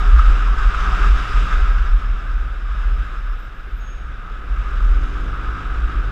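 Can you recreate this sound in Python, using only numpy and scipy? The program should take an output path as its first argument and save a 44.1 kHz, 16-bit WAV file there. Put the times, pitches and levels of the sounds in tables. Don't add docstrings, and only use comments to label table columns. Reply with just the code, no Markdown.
import sys
import numpy as np
from scipy import signal
from scipy.fft import rfft, irfft, next_fast_len
from scipy.io import wavfile
from scipy.ndimage import uniform_filter1d, map_coordinates

SR = 44100
rng = np.random.default_rng(int(sys.argv[2]) if len(sys.argv) > 2 else 0)


def wav_record(signal):
    frames = np.transpose(np.atleast_2d(signal))
    bounded = np.clip(frames, -1, 1)
    quanta = np.round(bounded * 32767).astype(np.int16)
    wavfile.write(sys.argv[1], SR, quanta)


def ratio_of_db(decibels):
    return 10 ** (np.asarray(decibels, float) / 20)


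N = 269451
T = np.arange(N) / SR

# centre_s [s], pitch_hz [Hz], peak_db [dB], half_length_s [s]
SWAY_JOLTS = [(0.104, 37.66, -10.7, 0.082), (0.293, 38.76, -7, 0.067), (0.465, 40.4, -11.5, 0.087),
              (0.67, 39.4, -10, 0.041), (0.913, 38.68, -19.5, 0.15), (1.07, 41.76, -10.5, 0.045),
              (1.194, 40.84, -16.5, 0.082), (1.381, 38.4, -10.5, 0.045), (1.544, 34.9, -17.5, 0.032),
              (1.716, 37.6, -12.5, 0.15), (1.937, 37.1, -14, 0.057), (2.106, 38.6, -16.5, 0.073),
              (2.368, 36.67, -18, 0.13), (2.669, 37.24, -22.5, 0.13), (2.912, 38.82, -16.5, 0.11),
              (3.271, 37.83, -20.5, 0.14), (3.575, 33.77, -30, 0.046), (3.76, 38.2, -25.5, 0.065),
              (4.021, 34.4, -31, 0.21), (4.273, 33.76, -30, 0.12), (4.567, 39.1, -18, 0.089),
              (4.761, 38.35, -17, 0.029), (4.899, 37.85, -10.5, 0.1), (5.246, 37.47, -21, 0.2),
              (5.495, 36.4, -24.5, 0.043), (5.675, 39.77, -23, 0.048), (5.823, 39.14, -20.5, 0.039),
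              (6.01, 40.87, -19.5, 0.077)]
# centre_s [s], pitch_hz [Hz], peak_db [dB], half_length_s [s]
NOD_JOLTS = [(0.166, 53.9, -7.5, 0.049), (0.346, 55, -33, 0.051), (0.536, 50.7, -19, 0.029),
             (0.687, 54.1, -21, 0.13), (0.916, 53.7, -19.5, 0.051), (1.017, 51.3, -22, 0.017),
             (1.129, 51.5, -19, 0.072), (1.452, 54.8, -25.5, 0.21), (1.807, 53.3, -18, 0.07),
             (1.981, 51.4, -18, 0.033), (2.105, 54.16, -23, 0.032), (2.426, 54.53, -27.5, 0.19),
             (2.755, 52.6, -21.5, 0.076), (2.876, 51.8, -18.5, 0.03), (3.007, 55.9, -23.5, 0.071),
             (3.172, 53.7, -33, 0.044), (3.312, 54.35, -36, 0.06), (3.481, 53.2, -36, 0.042),
             (3.748, 50.8, -35, 0.14), (3.888, 51.1, -36, 0.036), (4.053, 54.24, -31.5, 0.11),
             (4.568, 54.73, -24.5, 0.18), (4.95, 54.9, -21, 0.11), (5.253, 55.2, -28, 0.2),
             (5.492, 55.1, -27, 0.055), (5.702, 53.35, -26.5, 0.08), (5.83, 56.13, -19, 0.072),
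             (5.997, 52.9, -25.5, 0.11)]
# freq_hz [Hz], density_db [dB per Hz]
BUFFETING = [(5, -32.5), (12, 15), (25, 13), (60, 9.5), (72, -6), (85, -6), (120, -69)]
# start_s [s], level_db [dB]
WIND_FLOW = [(0, -27.5), (.4, -30.5), (.72, -31), (.92, -25.5), (1.15, -29.5), (1.4, -29.5), (1.6, -30),
             (1.8, -34.5), (2.35, -40.5), (2.7, -42), (3.2, -41.5), (3.65, -49), (4.1, -45.5), (4.42, -43),
             (4.65, -35.5), (4.85, -37), (5.3, -37), (6.11, -37.5)]
# centre_s [s], rise_db [dB], half_length_s [s]
FLOW_SWELLS = [
    (.6, -1.5, 0.035),
    (1.04, 5, 0.034),
    (1.12, -3, 0.03),
    (1.42, -4, 0.052),
    (1.3, 1, 0.043),
    (2.85, 8.5, 0.077),
    (3.3, 3, 0.047),
    (4.25, 6, 0.054),
    (5.55, 3, 0.12),
    (6.0, 1.5, 0.088),
]
# centre_s [s], rise_db [dB], half_length_s [s]
PORT_PUFFS = [(0.196, 10, 0.01), (0.474, 5, 0.015), (0.588, 8.5, 0.01), (0.63, 5.5, 0.031),
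              (0.748, 10, 0.0059), (0.856, 4.5, 0.028), (1.527, 4.5, 0.013), (1.789, 4.5, 0.0087),
              (1.867, 5, 0.016), (2.848, -3, 0.033), (3.161, 3.5, 0.021)]
# freq_hz [Hz], width_hz [Hz], level_db [dB]
PORT_MODES = [(1269, 101, 4.5), (970, 980, -16)]
# freq_hz [Hz], width_hz [Hz], level_db [dB]
CHAMBER_MODES = [(1469, 387, -1), (1712, 204, -7.5)]
# start_s [s], hiss_db [dB]
TYRES = [(0, -39), (.3, -39), (.55, -41.5), (.85, -38), (1.08, -36.5), (1.58, -38.5), (1.75, -43.5),
         (2.0, -46.5), (2.4, -49), (2.68, -50), (2.82, -46), (3.0, -48.5), (3.5, -52), (4.42, -51.5),
         (4.58, -47), (5.0, -46.5), (5.5, -47), (6.11, -46.5)]
# freq_hz [Hz], density_db [dB per Hz]
TYRE_HISS = [(1060, -31), (1800, -5.5), (2210, -6), (2640, -3), (3130, -8), (3750, -8), (4400, -24.5),
             (5720, -64.5), (9680, -120)]
# freq_hz [Hz], density_db [dB per Hz]
TYRE_FIZZ = [(3500, -44.5), (4400, -6), (4980, -1), (6050, -8.5), (6470, -8.5), (6980, -12), (7540, -10.5),
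             (8370, -18), (13500, -35), (14200, -32.5), (15200, -41.5)]
# freq_hz [Hz], density_db [dB per Hz]
FRAME_RUMBLE = [(50, -41.5), (80, -5.5), (105, 3.5), (135, -8), (300, -12.5), (600, -16.5), (850, -20),
                (1500, -53.5)]
# freq_hz [Hz], width_hz [Hz], level_db [dB]
PANEL_MODES = [(175, 30, 0), (403, 28, -3), (737, 50, -4)]
# freq_hz [Hz], density_db [dB per Hz]
PREAMP_NOISE = [(5000, -30.5), (8500, -2.5), (9600, -4), (11000, 3.5), (13300, -10.5), (14500, -10.5),
                (15200, -7)]
# centre_s [s], pitch_hz [Hz], peak_db [dB], half_length_s [s]
DISC_FITS = [(1.55, 14300, -86, .12), (1.85, 14480, -77, 0.023), (2.0, 14250, -79, 0.066),
             (2.27, 14400, -76, 0.041), (2.38, 14300, -75, .06), (2.52, 14550, -86, 0.055),
             (2.8, 14480, -83, 0.051), (2.92, 14620, -84, .05), (3.04, 14600, -79, 0.064),
             (3.17, 14560, -81, .06), (3.3, 14420, -79, 0.039), (3.42, 14330, -69, 0.047),
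             (3.5, 14400, -90, 0.024), (3.6, 14450, -77, 0.045), (3.76, 14410, -71, 0.063),
             (3.86, 14500, -82, 0.063)]
# centre_s [s], pitch_hz [Hz], length_s [s], level_db [dB]
REAR_CHIRPS = [
    (1.8, 13500, .04, -84),
    (3.0, 12850, .05, -77),
    (3.09, 13380, .08, -79),
    (3.29, 13350, .12, -76),
]
# freq_hz [Hz], width_hz [Hz], level_db [dB]
CALIPER_MODES = [(5130, 40, 0), (5290, 40, 0), (5470, 35, -3), (7600, 1200, -13), (9550, 200, -13)]
# start_s [s], buzz_db [dB]
BRAKE_BUZZ = [
    (1.85, -74),
    (2.1, -68),
    (2.4, -71),
    (2.9, -68),
    (3.2, -68),
    (3.45, -67.5),
    (3.55, -85),
]
# start_s [s], pitch_hz [Hz], level_db [dB]
CAR_SQUEAK = [
    (3.785, 6660, -72),
    (3.81, 6580, -60),
    (3.84, 6540, -60),
    (3.875, 6530, -54),
    (3.89, 6540, -58),
    (3.905, 6560, -53),
    (3.93, 6600, -57),
]
# freq_hz [Hz], t60_s [s]
STREET_DECAY = [(200, 0.43), (6500, 0.47), (15000, 0.18)]
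# start_s [s], rate_hz [cycles per s]
ENGINE_SPEED = [
    (4.3, 39.6),
    (4.436, 41.1),
    (4.53, 40.1),
    (4.994, 47.9),
    (5.454, 52.5),
    (5.938, 50.6),
    (6.11, 48.3),
]
# order [multiple of the cycle rate], level_db [dB]
EXHAUST_ORDERS = [(1, -6), (2, 0), (3, -7), (4, -15), (5, -8), (6, -8), (7, -12), (8, -12), (9, -18),
                  (10, -18), (11, -21), (12, -23)]
# start_s [s], level_db [dB]
THROTTLE_LEVEL = [
    (4.3, -52),
    (4.6, -49.5),
    (4.9, -42.5),
    (5.3, -40),
    (5.7, -43),
    (6.11, -40),
]
# freq_hz [Hz], width_hz [Hz], level_db [dB]
FLANGE_MODES = [(6280, 250, 0), (7300, 450, -3), (8400, 200, -10), (9500, 250, -9), (10250, 500, -7),
                (12700, 500, -17)]
# start_s [s], level_db [dB]
TRAM_LEVEL = [
    (0, -110),
    (4.72, -110),
    (4.82, -67.5),
    (5.26, -66),
    (5.34, -110),
    (6.2, -110),
]
# freq_hz [Hz], empty_share [0 to 1]
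TREBLE_GAPS = [(11500, 0), (12500, .06), (13500, .22), (14300, .45), (14700, .75), (15000, .97), (15200, 1)]

USUAL_WIND_DB, USUAL_TYRE_DB = -36, -46


def unit(x):
    return x / np.sqrt(np.mean(x ** 2) + 1e-20)


def along(points, hz):
    f, v = np.transpose(points)
    return np.interp(np.log(hz + 1), np.log(f + 1), v)


def curves(rows):
    s, *cols = np.transpose(rows)
    return [np.interp(T, s, c) for c in cols]


def span(rows, fade):
    nearest_end = np.minimum(T - rows[0][0], rows[-1][0] - T)
    return np.clip(nearest_end / fade + 1, 0, 1)


def bumps(rows):
    return sum(db * np.exp(-((T - s) / half) ** 2) for s, db, half in rows)


def bursts(rows):
    s, hz, db, half = np.transpose(rows)[:, :, None]
    coarse = T[::32]
    gain = (ratio_of_db(db) * np.exp(-((coarse - s) / half) ** 2)).sum(0)
    return np.interp(T, s[:, 0], hz[:, 0]), np.interp(T, coarse, gain)


def wobble(rate):
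    coarse = T[::32]
    knots = rng.standard_normal(int(N * rate / SR) + 4)
    return np.interp(T, coarse, map_coordinates(knots, [coarse * rate]))


def tone(hz, wander_hz, rate):
    cycles = np.cumsum(hz + wander_hz * wobble(rate)) / SR
    return np.sqrt(2) * np.sin(2 * np.pi * cycles)


def modes(rows):
    def response(f):
        total = 0
        for k, (centre, width, db) in enumerate(rows):
            damping = 1j * f * width
            total = total + (-1) ** k * ratio_of_db(db) * damping / (centre * centre - f * f + damping)
        return total
    return response


def power_modes(rows):
    response = modes(rows)
    return lambda f: np.abs(response(f)) ** 2


def shape(points):
    return lambda f: ratio_of_db(along(points, f))


def rush(response, patchy_db):
    z = signal.stft(rng.standard_normal(N + 512), nperseg=512)[2]
    field = uniform_filter1d(rng.standard_normal(z.shape), size=6, axis=0)
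    field = uniform_filter1d(field, size=10, axis=1)
    x = signal.istft(z * ratio_of_db(patchy_db * unit(field)), nperseg=512)[1]
    m = next_fast_len(N + 8192)
    spectrum = rfft(x, m) * response(np.fft.rfftfreq(m, 1 / SR))
    return unit(irfft(spectrum, m)[:N])


def mount():
    (sway_hz, sway_gain), (nod_hz, nod_gain) = bursts(SWAY_JOLTS), bursts(NOD_JOLTS)
    rest = ratio_of_db(-48)
    sway = (sway_gain + rest) * ratio_of_db(1.5 * wobble(23)) * tone(sway_hz, wander_hz=1.6, rate=11)
    nod = (nod_gain + rest) * ratio_of_db(2.5 * wobble(14)) * tone(nod_hz, wander_hz=1.6, rate=14)
    shaking = uniform_filter1d(np.abs(sway) + np.abs(nod), size=SR // 4)
    return sway + nod + ratio_of_db(-9) * shaking * rush(shape(BUFFETING), patchy_db=2.6)


def flow():
    return curves(WIND_FLOW)[0] + bumps(FLOW_SWELLS)


def housing_walls(f):
    return 1 / (1 + (f / 2300) ** 4) / (1 + (900 / (f + 1)) ** 4)


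def wind(firing):
    wind_db, tyre_db, puff_db = flow(), curves(TYRES)[0], bumps(PORT_PUFFS)
    tyre_swing = tyre_db - USUAL_TYRE_DB
    roar_db = -38 + 0.25 * (wind_db - USUAL_WIND_DB) + 0.5 * tyre_swing
    fizz_db = -58.5 + 1.2 * tyre_swing + 0.49 * puff_db + 1.0 * firing + 0.37 * wobble(30)
    hiss_db = tyre_db + 0.3 * puff_db + 0.8 * firing
    eddy_db = 0.2 * wobble(7) + 0.56 * wobble(16) + 0.37 * wobble(45)
    port, chamber = modes(PORT_MODES), modes(CHAMBER_MODES)
    whistle = ratio_of_db(wind_db + puff_db) * rush(lambda f: port(f) * housing_walls(f), patchy_db=1.16)
    roar = ratio_of_db(roar_db + 0.5 * puff_db) * rush(lambda f: chamber(f) * housing_walls(f), patchy_db=0.87)
    hiss = ratio_of_db(hiss_db) * rush(shape(TYRE_HISS), patchy_db=0.45)
    fizz = ratio_of_db(fizz_db) * rush(shape(TYRE_FIZZ), patchy_db=1.1)
    return ratio_of_db(eddy_db) * (whistle + roar + hiss + fizz)


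def road():
    gust_db = uniform_filter1d(flow(), size=SR // 10)
    drum = ratio_of_db(gust_db - 12.5) * rush(power_modes(PANEL_MODES), patchy_db=1.0)
    tyre_swing = uniform_filter1d(curves(TYRES)[0], size=SR // 5) - USUAL_TYRE_DB
    pull_db = 1.5 * span(ENGINE_SPEED, fade=0.56)
    rumble_db = -40.5 + 0.71 * tyre_swing + pull_db + 0.18 * wobble(16)
    return ratio_of_db(rumble_db) * rush(shape(FRAME_RUMBLE), patchy_db=1.1) + drum


def electronics():
    frame_rate = 29.97
    readout = np.cos(np.pi * (frame_rate * T - 0.92)) ** 4
    whine = ratio_of_db(-84) * readout * tone(11300, wander_hz=8, rate=40)
    hiss_db = -81 + 3.3 * span(BRAKE_BUZZ, fade=0.493)
    return ratio_of_db(hiss_db) * rush(shape(PREAMP_NOISE), patchy_db=3.5) + whine


def brakes():
    hz, gain = bursts(DISC_FITS)
    halo = rush(power_modes([(14450, 350, 0)]), patchy_db=4.0)
    sing = ratio_of_db(3.0 * wobble(50)) * tone(hz, wander_hz=40, rate=90)
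    out = ratio_of_db(-1) * gain * sing + ratio_of_db(-1.0) * uniform_filter1d(gain, size=SR // 4) * halo
    for s, pad_hz, length, pad_db in REAR_CHIRPS:
        envelope = np.exp(-((T - s) / length * 2) ** 4)
        out = out + ratio_of_db(pad_db + 3.0 * wobble(50)) * envelope * tone(pad_hz, wander_hz=50, rate=150)
    return out


def caliper():
    fits = rush(power_modes(CALIPER_MODES), patchy_db=2.5)
    buzz_db = curves(BRAKE_BUZZ)[0] + 2.2 * wobble(25)
    return span(BRAKE_BUZZ, fade=0.05) * ratio_of_db(buzz_db) * fits


def squeak():
    hz, db = curves(CAR_SQUEAK)
    pads = tone(hz, wander_hz=22, rate=90)
    pads = pads + ratio_of_db(-11) * tone(hz - 130, wander_hz=30, rate=90)
    direct = span(CAR_SQUEAK, fade=0.012) * ratio_of_db(db - 1) * pads
    f, t, z = signal.stft(rng.standard_normal(SR // 2), SR, nperseg=256)
    decay = ratio_of_db(-60 * t / along(STREET_DECAY, f)[:, None])
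    tail = signal.istft(z * decay, SR, nperseg=256)[1]
    delayed = np.roll(direct, 600)
    echo = signal.fftconvolve(delayed, tail / np.linalg.norm(tail))[:N]
    return ratio_of_db(-1.5) * direct + ratio_of_db(-5.5) * echo


def engine():
    rate = uniform_filter1d(curves(ENGINE_SPEED)[0], size=SR // 5)
    turn = 2 * np.pi * np.cumsum(rate + 0.15 * wobble(20)) / SR
    on = span(ENGINE_SPEED, fade=0.32)
    orders = 0
    for k, level in EXHAUST_ORDERS:
        phase = rng.uniform(0, 2 * np.pi)
        orders = orders + ratio_of_db(level + 2.0 * wobble(6)) * np.sin(k * turn + phase)
    return on * ratio_of_db(curves(THROTTLE_LEVEL)[0] + 3.5) * orders, on * np.sin(turn)


def tram():
    return ratio_of_db(curves(TRAM_LEVEL)[0]) * rush(power_modes(FLANGE_MODES), patchy_db=1.5)


def thin_treble(x):
    padded = np.pad(x, [(0, 0), (0, 1024)], "reflect")
    hz, _, z = signal.stft(padded, SR, nperseg=1024, boundary="even")
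    luck = rng.random((len(hz) // 6 + 1, z.shape[-1] // 2 + 1))
    luck = np.repeat(np.repeat(luck, 6, axis=0), 2, axis=1)[:len(hz), :z.shape[-1]]
    level = uniform_filter1d(np.abs(z) ** 2, size=5, axis=-2)
    strong = level > 4 * uniform_filter1d(level, size=60, axis=-2)
    keep = (luck > along(TREBLE_GAPS, hz)[:, None]) | strong
    return signal.istft(z * keep, SR, nperseg=1024)[1][..., :N]


def scene():
    exhaust, firing = engine()
    scooter = mount() + wind(firing) + road() + brakes() + caliper() + exhaust
    return (scooter + electronics() + squeak() + tram())[None]


def top_cut(x):
    return signal.sosfilt(signal.butter(12, 15360, fs=SR, output="sos"), x)


def record(dry):
    headroom = 1.6
    mix = thin_treble(np.tanh(dry / headroom) * headroom)
    return top_cut(mix)


dry = scene()
out = record(dry)
wav_record(out)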